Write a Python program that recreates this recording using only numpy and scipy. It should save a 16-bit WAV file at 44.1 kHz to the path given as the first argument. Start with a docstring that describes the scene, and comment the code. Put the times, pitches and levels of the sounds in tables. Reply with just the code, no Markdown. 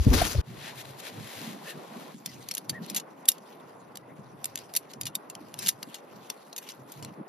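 """A bundle of jointed tent poles is unfolded on a sandy riverbank: sections slide and knock together.
Each knock is a burst of tiny rebounds ringing the bending modes of a pole; the slides are gritty banded noise.
Before that, tent fabric (crease snaps on banded noise) swishes and buffets the microphone close by; a cut at .412 s
leads to far rustling in tugs, a cut near 2.14 s to the poles. Zip tones of rubbed nylon and hoarse squeaks are sines.
The river flickers throughout; the breeze joins after the close fabric, an insect-like shrill with the poles."""
import sys
import numpy as np
from scipy import signal
from scipy.fft import rfft, irfft
from scipy.io import wavfile
from scipy.ndimage import uniform_filter1d, minimum_filter1d

SR = 44100
rng = np.random.default_rng(int(sys.argv[2]) if len(sys.argv) > 2 else 0)


def put_to_file(sound):
    """Save the sound as 16-bit audio at rate SR, in the file named by the first command-line argument."""
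    columns = np.atleast_2d(sound).T  # one column per channel
    safe = np.clip(columns, -1, 1)
    whole_steps = np.round(safe * 32767)
    wavfile.write(sys.argv[1], SR, whole_steps.astype(np.int16))


N = 321048
# A cut at .412 s to far fabric and breeze, which fade in; a cut near 2.14 s to the poles.
NEAR_ENDS_S, POLES_START_S = .412, 2.145


def from_db(db):
    """Gain from dB."""
    return np.exp(np.asarray(db) * (np.log(10) / 20))


def rms_one(x):
    """Scale to an rms of 1."""
    return x / np.sqrt(np.mean(x ** 2) + 1e-20)


def level(rows):
    """Gain at every sample, drawn in straight dB lines between rows of (s, dB)."""
    return from_db(np.interp(np.arange(N) / SR, *np.transpose(rows)))


def during(start, end):
    """One between two times in seconds, with 4 ms edges."""
    return np.interp(np.arange(N) / SR, [start - .004, start, end, end + .004], [0, 1, 1, 0])


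def ease_in(fade_s):
    """Fade-in from silence for the far fabric and the breeze after the cut at .412 s."""
    return np.clip((np.arange(N) / SR - NEAR_ENDS_S) / fade_s, 0, 1) ** 2


def at_hz(points, hz):
    """Read a spectrum on a log-frequency axis."""
    return np.interp(np.log(hz), np.log(np.array(points)[:, 0]), np.array(points)[:, 1])


def cut(x, hz, kind, order=2):
    """Low-, high- or band-pass."""
    sos = signal.butter(order, np.clip(hz, 10, .45 * SR), kind, fs=SR, output="sos")
    return signal.sosfilt(sos, x)


def resonance(x, hz, width):
    """One resonance with gain 1 on top, width in Hz."""
    r = np.exp(-np.pi * width / SR)
    feed = np.array([1, 0, -1]) * (1 - r * r) / 2
    return signal.lfilter(feed, [1, -2 * r * np.cos(2 * np.pi * hz / SR), r * r], x)


def pan(db):
    """Channel gains for a left-minus-right level."""
    return from_db([[db / 2], [-db / 2]])


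def leftward(x, db):
    """A source off to the left: only the shorter waves are shadowed."""
    return x + (pan(db) - 1) * cut(x, 1170, "high", order=1)


def delayed(x, seconds):
    """The same sound, later."""
    return np.interp(np.arange(len(x)) - seconds * SR, np.arange(len(x)), x, left=0)


def add(out, sound, seconds):
    """Mix a stereo sound in at a time."""
    start = max(int(seconds * SR), 0)
    out[:, start:start + sound.shape[1]] += sound[:, :max(N - start, 0)]


def drift(rate_hz):
    """Chance wandering with spread 1, smoothed above a rate and held for 16 samples at a time."""
    r = np.exp(-32 * np.pi * rate_hz / SR)
    warm_up = 4000
    steps = rng.standard_normal(N // 16 + warm_up + 1)
    slow = signal.lfilter([1], [1, -2 * r, r * r], steps)[warm_up:]
    return np.repeat(rms_one(slow), 16)[:N]


def swells(rows, rest_db, rise_share):
    """Gain of movements (s, length s, dB) that gather speed and die away, over a resting level."""
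    t, rise = np.arange(N) / SR, np.clip(rise_share, .1, .9)
    power = from_db(rest_db) ** 2
    for s, length, db in rows:
        along = (t - s) / (length * np.where(t < s, rise, 1 - rise))
        power = power + from_db(db) ** 2 * np.exp(-np.minimum(along ** 2, 40))
    return np.sqrt(power)


def banded_noise(colour, patchy_db, flutter_rate_hz, count=16):
    """Stereo noise in narrow bands, each with its own level, flicker and likeness; rms 1."""
    # How alike left and right are. Each row: frequency in Hz, likeness (1 is the same, 0 is unrelated).
    likeness = [(50, 0.86), (250, 0.85), (600, 0.23), (1200, 0.07), (2400, 0.71), (5000, 0.14), (8000, 1)]
    edges = np.geomspace(colour[0][0], colour[-1][0], num=count + 1)
    mid, side = 0, 0
    together = drift(flutter_rate_hz)
    white = rng.standard_normal((2, 2, N))
    for k, (low, high) in enumerate(zip(edges, edges[1:])):
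        band = cut(white[k % 2], [low, high], "band")   # neighbouring bands take different noise
        hz = np.sqrt(low * high)
        alike = np.clip(at_hz(likeness, hz), -1, 1)
        flicker_db = patchy_db * (together + drift(flutter_rate_hz))
        gain = from_db(at_hz(colour, hz) + flicker_db)
        mid = mid + np.sqrt(1 + alike) * gain * band[0]
        side = side + np.sqrt(1 - alike) * gain * band[1]
    return rms_one(np.array([mid + side, mid - side]))


def crinkle(per_s, size_db, decay_s):
    """Envelope of tiny creases and grains catching at random, over smooth friction; rms 1."""
    caught = rng.random(N) < per_s / SR
    snaps = caught * from_db(size_db * np.minimum(rng.exponential(1, N), 3))
    return rms_one(1 + signal.lfilter([1], [1, -np.exp(-1 / (decay_s * SR))], snaps))


def riverbank(river_db=3.0, breeze_db=-1, rumble_db=1, breeze_cut_hz=115):
    """Steady water, then a light breeze too; each puff flutters on the microphone, and some thud deeply."""
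    # Murmur of the river, dipping at the cut to the poles.
    # Each row: time in seconds, level in dB before the river trim.
    river = [(0.5, -58), (0.55, -53), (2.1, -49.5), (2.17, -67), (2.19, -56.5), (2.87, -52), (4.26, -54.5),
             (6.31, -52.5), (6.46, -56), (7.25, -52)]
    # Colours of water, flutter and thuds. Each row: frequency in Hz, relative band level in dB.
    river_colour = [(150, -13), (220, -1), (350, 4), (650, 2), (900, 3), (1200, -4), (1600, -9.5),
                    (2500, -20), (6000, -48), (10000, -34), (15000, -39.5)]
    breeze_colour = [(110, -26), (140, 2.5), (200, 5.5), (280, -0.5), (420, -14.5), (900, -25.5)]
    rumble_colour = [(55, -11), (75, -12.5), (100, 1), (125, 11.5), (150, 8)]
    # Puffs of breeze. Each row: strongest moment in seconds, length in seconds,
    # flutter level in dB, deep thud level in dB, both before their trims.
    gusts = [(0.505, 0.19, -47.5, -45.5), (0.847, 0.22, -68, -53.5), (1.21, 0.08, -39, -45),
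             (1.387, 0.044, -63, -54.5), (1.509, 0.11, -36.5, -93), (1.77, 0.031, -38, -90),
             (2, 0.45, -49, -90), (2.377, 0.18, -48, -54), (2.74, 0.084, -41, -47),
             (2.92, 0.31, -43.5, -80), (4.33, 0.77, -55.5, -59), (5.043, 0.087, -45, -47),
             (5.597, 0.36, -50.5, -61), (5.878, 0.045, -48.5, -68), (6.178, 0.11, -53, -62),
             (6.807, 0.1, -57, -60), (7.05, 0.093, -41.5, -44), (7.2, 0.027, -35.5, -71.5)]
    flutter = swells([(s, length, db) for s, length, db, _ in gusts], rest_db=-58.5, rise_share=0.56)
    thuds = swells([(s, length, db) for s, length, _, db in gusts], rest_db=-93.5, rise_share=0.52)
    water = banded_noise(river_colour, patchy_db=1.11, flutter_rate_hz=19) * level(river)
    breeze = banded_noise(breeze_colour, patchy_db=3.5, flutter_rate_hz=18, count=8) * flutter
    rumble = banded_noise(rumble_colour, patchy_db=1.5, flutter_rate_hz=10, count=6) * thuds
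    gusting = ease_in(fade_s=0.068)
    upper = from_db(river_db) * water + from_db(breeze_db) * breeze * gusting
    return cut(upper, breeze_cut_hz, "high", order=6) + from_db(rumble_db) * rumble * gusting


def insect(hz=10350, width_hz=380, db=-77, waver_db=3):
    """A faint, thin shrill far off, like an insect in the grass: noise through a double resonance."""
    shrill = rng.standard_normal(N)
    for _ in range(2):
        shrill = resonance(shrill, hz, width_hz * 2)
    return rms_one(shrill) * from_db(db + waver_db * drift(5)) * during(POLES_START_S, N / SR)


def far_fabric(rustle_db=3.5, treble_hz=8000):
    """Nylon rubs on nylon farther off, tug by tug, its creases snapping, with its own treble per tug."""
    # Colour of the rustle. Each row: frequency in Hz, relative band level in dB.
    rustle_colour = [(500, 3), (1150, -6.5), (1850, 3), (2500, 0), (3800, 0.5), (5800, -6.5), (8000, -3.5),
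                     (10000, -9), (13000, -11.5), (15500, -12)]
    # Tugs at the fabric. Each row: fastest moment in seconds, length in seconds,
    # level in dB before the rustle trim, extra treble in dB.
    tugs = [(0.68, 0.096, -45, -6), (0.805, .045, -47, 4.5), (0.855, 0.0056, -46.5, -3),
            (0.9, 0.042, -59.5, 9), (1.001, 0.019, -57.5, 16), (1.077, 0.057, -44.5, -1),
            (1.434, 0.26, -47.5, 2.5), (1.702, 0.057, -47.5, 5), (2.025, 0.12, -58.5, 2.5)]
    far = banded_noise(rustle_colour, patchy_db=0.32, flutter_rate_hz=22.0)
    far = far * crinkle(per_s=76, size_db=0.4, decay_s=0.00086)
    pull = swells([(s, length, db) for s, length, db, _ in tugs], rest_db=-59, rise_share=0.7)
    hiss_rows = [(s, length, db + treble_db) for s, length, db, treble_db in tugs]
    hiss = swells(hiss_rows, rest_db=-58, rise_share=0.7)
    far = far * pull + cut(far, treble_hz, "high", order=1) * (hiss - pull)
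    shown = ease_in(fade_s=0.065) * during(NEAR_ENDS_S, POLES_START_S)
    return from_db(rustle_db) * leftward(far, db=5.5) * shown


def near_fabric(swish_db=2.5):
    """Nylon rubs on nylon close by and its creases snap, the treble swinging as the sheet speeds past."""
    # Fabric swept past the microphone. Each row: time in seconds, level in dB before the swish trim.
    swish = [(0, -50), (.128, -43.5), (.132, -30.5), (.21, -27), (.24, -33), (.32, -40), (.345, -44),
             (.41, -49)]
    # Colour of the swish. Each row: frequency in Hz, relative band level in dB.
    swish_colour = [(170, 9), (300, 15), (600, 8), (1200, 7), (2000, 3.5), (4800, 5), (6500, 0.5),
                    (8000, -0.5), (12000, -6.5), (15500, -7)]
    # How much treble is mixed in as the sheet passes. Each row: time in seconds, treble control in dB.
    swish_treble = [(.05, 5.5), (.14, -3), (.2, -19), (.27, 9), (.33, 8), (.4, -18)]
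    near = banded_noise(swish_colour, patchy_db=1.6, flutter_rate_hz=16, count=12)
    near = near * crinkle(per_s=200, size_db=2.5, decay_s=0.00033)
    near = near + (level(swish_treble) - 0.5) * cut(near, 11000, "high", order=1)
    return from_db(swish_db) * leftward(near, db=10.5) * level(swish) * during(0, NEAR_ENDS_S)


def buffeting(port_lag_rad=0.73):
    """The moving sheet shoves air onto the microphone; flaps are a few swings crossing port to port."""
    # Colour of the shoved air. Each row: frequency in Hz, relative band level in dB.
    buffet_colour = [(22, -7), (45, -2.5), (95, -5), (170, -13.5), (350, -16.5), (900, -31), (2000, -57)]
    # Shoves of air. Each row: strongest moment in seconds, length in seconds, level in dB.
    shoves = [(.072, 0.0186, -12.5), (.135, .11, -19), (.39, 0.018, -25)]
    # The fabric pulls taut. Each row: centre in seconds, pitch in Hz, peak in dB, length in seconds.
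    flaps = [(.0082, 64, -14.5, 0.01), (0.072, 212.5, -10.5, 0.0036), (0.075, 113.5, -8, 0.0052),
             (0.103, 55.6, -10, 0.0092), (0.2198, 706, -12.5, 0.0026), (.352, 574, -28.5, 0.0028),
             (0.362, 116, -20.5, 0.0061), (0.391, 68.6, -14, 0.0076)]
    t = np.arange(N) / SR
    ports = port_lag_rad * np.array([[-.5], [.5]])
    air = banded_noise(buffet_colour, patchy_db=3.5, flutter_rate_hz=8.7)
    air = air * swells(shoves, rest_db=-38.5, rise_share=0.39)
    for s, hz, db, length in flaps:
        swing = np.cos(2 * np.pi * hz * (t - s) + ports)
        air = air + from_db(db) * np.exp(-.5 * ((t - s) / length) ** 2) * swing
    return air * during(0, NEAR_ENDS_S) * pan(db=2.5)


def zips_and_squeaks(arch=0.12, waver=0.0686, rough_db=4):
    """Rubbed nylon zips, then squeaks: sines that rise and fall, with jittering pitch and level."""
    # Zip tones of rubbed nylon (0.67, 1.69 s), then short hoarse squeaks. 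Each row: middle in seconds,
    # length in seconds, top pitch in Hz, level in dB, hoarseness (0 is a steady pitch, about 1 is rough).
    tones = [(0.667, .14, 1864, -50.5, 1.17), (0.676, 0.1, 2680, -51.5, 0.96),
             (1.694, 0.1, 1836, -44.5, 0.66), (1.697, 0.088, 2780, -47.5, 0.78),
             (2.295, 0.086, 2020, -57, 0.3), (2.762, 0.074, 1890, -42, 0.36),
             (4.039, 0.026, 2100, -58, 0.7), (4.108, 0.052, 2130, -59.5, 1.2)]
    out = np.zeros((2, N))
    wobble, roughness = drift(180), drift(86)
    for s, length, hz, db, hoarse in tones:
        span = np.arange(int((s - length / 2) * SR), int((s + length / 2) * SR))
        along = np.linspace(-1, 1, len(span))
        pitch = hz * (1 - arch * along ** 2 + waver * hoarse * wobble[span])
        loudness = from_db(db + rough_db * roughness[span] / 2) * (1 - along ** 2)
        tone = loudness * np.sin(2 * np.pi * np.cumsum(pitch) / SR)
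        add(out, tone * pan(db=2), s - length / 2)
    return out


ONSET_LEAD_S = .01   # room for the soft rise ahead of a knock's peak


def knock(bright_db, chatter_ms, grip, first_hit=4, crack_db=-4, tail_db=-31, tail_s=0.017,
          onset_db=-21, onset_s=.003, body_db=-20, mode_spread_db=3, apart_db=-8):
    """Sections meet and rebound, with a soft, short rise before the peak; scaled by the loudest 0.8 ms."""
    # Bending modes of a section. Each row: frequency in Hz, width in Hz, relative level in dB,
    # all as they are when the section rings free and before the random spread in level.
    modes = [(2370, 44, -20), (2813, 31, -1), (3736, 80, -1), (3980, 120, -2.5), (4650, 43, 1.5),
             (5654, 160, 4), (6700, 89, -19.5), (6600, 190, 4.5), (7340, 590, -5.5), (8160, 130, 4.5),
             (9160, 120, 2), (10260, 150, -2), (10800, 140, -1), (11860, 200, -3.5), (12570, 54, 1),
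             (13600, 100, -3), (14500, 220, -10.5)]
    t = np.arange(SR // 8) / SR - ONSET_LEAD_S
    rebounds = np.exp(-abs(t) / (max(chatter_ms, .2) / 1000))
    rattle = from_db(tail_db) * np.exp(-abs(t) / tail_s)   # the other sections in the bundle are shaken too
    onset = from_db(onset_db) * np.exp(-abs(t) / onset_s)
    bounces = rng.standard_normal((2, len(t))) ** 3 / 4   # cubed: few strong, many weak
    force = bounces * np.where(t < 0, onset, rebounds + rattle)
    force[0, int(ONSET_LEAD_S * SR)] += first_hit / max(chatter_ms, 1)   # a clean hit, or a longer scrape
    sound = from_db(crack_db) * cut(cut(force, 2070, "high", order=3), 13000, "low")
    # the grip shifts and damps each mode differently at every touch
    chances = rng.standard_normal((len(modes), 2))
    for k, ((hz, width, db), (shift, strength)) in enumerate(zip(modes, chances)):
        ringing = resonance(force, hz * (1 + .07 * grip * shift), width * (1 + grip / 2))
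        sound += (-1) ** k * from_db(db + mode_spread_db * grip * strength) * ringing
    sound += from_db(body_db) * cut(force, [250, 1800], "band")
    sound += (from_db(bright_db) - 1) * cut(sound, 7200, "high", order=1)
    mid, side = sound[0], from_db(apart_db) * sound[1]
    peak = np.sqrt(2 * uniform_filter1d(mid ** 2 + side ** 2, size=36).max())
    return np.array([mid + side, mid - side]) / peak


def pole_slides(slide_db=4.5):
    """Sections slide on each other and through the hands: gritty friction noise in swells."""
    # Colour of the sliding. Each row: frequency in Hz, relative band level in dB.
    slide_colour = [(900, -24), (2000, 1.5), (4000, 1), (6500, -2.5), (8400, -3.5), (10300, -6.5),
                    (13000, -5), (15500, -14.5)]
    # Slides. Each row: fastest moment in seconds, length in seconds, level in dB before the slide trim.
    slides = [(2.35, 0.24, -58), (2.57, 0.36, -63.5), (2.89, 0.24, -55.5), (3.48, 0.42, -64),
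              (4.64, 0.44, -60.5), (4.91, 0.024, -53.5), (5.65, 0.073, -46), (6.1, 1, -64.5),
              (6.68, 0.11, -54.5), (6.98, 0.24, -61.5)]
    slide = banded_noise(slide_colour, patchy_db=3.5, flutter_rate_hz=13)
    slide = slide * crinkle(per_s=200, size_db=0.5, decay_s=0.0012)
    slide = slide * swells(slides, rest_db=-78, rise_share=0.61)
    return from_db(slide_db) * slide * during(POLES_START_S, N / SR)


def poles(knock_db=2.0, ground_db=-24, ground_s=0.011, held_db=-22):
    """Knocks with a dull reflection off the sand, over gritty sliding."""
    # Pole sections touching. Each row: time in seconds, level in dB before the knock trim,
    # brightness in dB, chatter decay in ms.
    knocks = [(2.260, -22.5, 4.5, 2.1), (2.425, -45, -18, 3), (2.487, -27.5, 9, 2), (2.512, -24, -1, 2.4),
              (2.539, -32, 7, 2.2), (2.550, -21, 17, 2.2), (2.57, -30, -12, 2), (2.5786, -23, 3.5, 3.2),
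              (2.695, -19.5, 2.5, 4.5), (2.863, -38.5, -20, 0.81), (2.899, -26.5, 1, 4.9),
              (2.946, -24.5, 2, 6.4), (2.962, -20.5, 4, 9.6), (2.977, -30, -18, 4.6),
              (2.998, -32, -16, 3.7), (3.255, -35.5, 0, 3), (3.2836, -26.5, 10.5, 3.1),
              (3.2865, 0.5, 11, 1.66), (3.3168, -24.5, 9.5, 3.5), (3.381, -45, -18, 4),
              (3.955, -35, -7, 2.8), (3.972, -32, 0.5, 1.7), (4.443, -21, 3, 1.54), (4.456, -20.5, 14, 1.5),
              (4.557, -20.5, 2, 0.92), (4.575, -32, -18, 3.2), (4.588, -36, -23, 2.2),
              (4.738, -30.5, 11, 2.6), (4.751, -25.5, -1, 5.1), (4.763, -15.5, 17, 6.1),
              (4.77, -19.5, 11, 1.4), (4.935, -37.5, -8, 1.7), (5.012, -22, 5, 3), (5.033, -33, -20, 1.5),
              (5.055, -28.5, -1, 5.3), (5.066, -26.5, -11, 8.3), (5.152, -18, 8.5, 2.9),
              (5.299, -32.5, 0, 4.2), (5.352, -32, -24, 0.65), (5.541, -30.5, -18, 1.6),
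              (5.589, -25.5, 3.5, 4.5), (5.633, -37, -8, 10), (5.66, -23.5, 1, 10), (5.6706, -20, -3, 4.5),
              (5.683, -16.5, 9, 5.8), (5.6887, -9.5, 7.5, 0.62), (5.691, -19.5, -7, 5.1),
              (5.828, -28.5, -10, 2.6), (5.943, -33, -7, 9.1), (6.3007, -23.5, -8, 1.5),
              (6.529, -35, -16, 1.7), (6.563, -29, 1, 5.1), (6.579, -29.5, 6, 5.7),
              (6.689, -33.5, -26, 2.7), (6.703, -40, -18, 5.4), (6.719, -40.5, -18, 2.6),
              (6.919, -35.5, 16.5, 3.7), (7.025, -35.5, -16, 10.5), (7.048, -32, -20.5, 1.6)]
    out = np.zeros((2, N))
    for s, db, bright_db, chatter_ms in knocks:
        grip = np.clip(db / held_db, 0, 1) ** 2   # light touches happen inside the fist, hard ones ring free
        add(out, from_db(db + knock_db) * knock(bright_db, chatter_ms, grip), s - ONSET_LEAD_S)
    dull = cut(out + 1e-18, 6000, "low")
    ground = np.array([delayed(side, ground_s) for side in dull])
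    return (out + from_db(ground_db) * ground + pole_slides()) * pan(db=2.5)


def scene():
    """Poles, zips, squeaks and fabric over the river, the breeze and an insect."""
    background = riverbank() + insect()
    fabric = far_fabric() + near_fabric() + buffeting()
    return background + fabric + zips_and_squeaks() + poles()


def limiter(x):
    """The gain dips for a moment around any peak that would overload."""
    headroom = np.minimum(1, .93 / (np.abs(x).max(axis=0) + 1e-9))
    return x * uniform_filter1d(minimum_filter1d(headroom, size=21), size=21)


def record(dry, merge_hz=7000, late_above_hz=4700, late_s=.00014, cutoff_hz=15300):
    """Both sides share one treble signal, the left slightly late; peaks, rumble and top are cut."""
    hz = np.arange(N // 2 + 1) * SR / N
    left, right = rfft(dry)
    mid = (left + right) / 2
    side = (left - right) / 2 / (1 + (hz / merge_hz) ** 6)
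    twist = np.exp(-2j * np.pi * np.maximum(hz - late_above_hz, 0) * late_s)
    both = limiter(irfft(np.array([(mid + side) * twist, mid - side]), N))
    top_cut = signal.ellip(8, .2, 90, cutoff_hz, fs=SR, output="sos")
    return signal.sosfilt(top_cut, cut(both, 30, "high"))


dry = scene()
out = record(dry)
put_to_file(out)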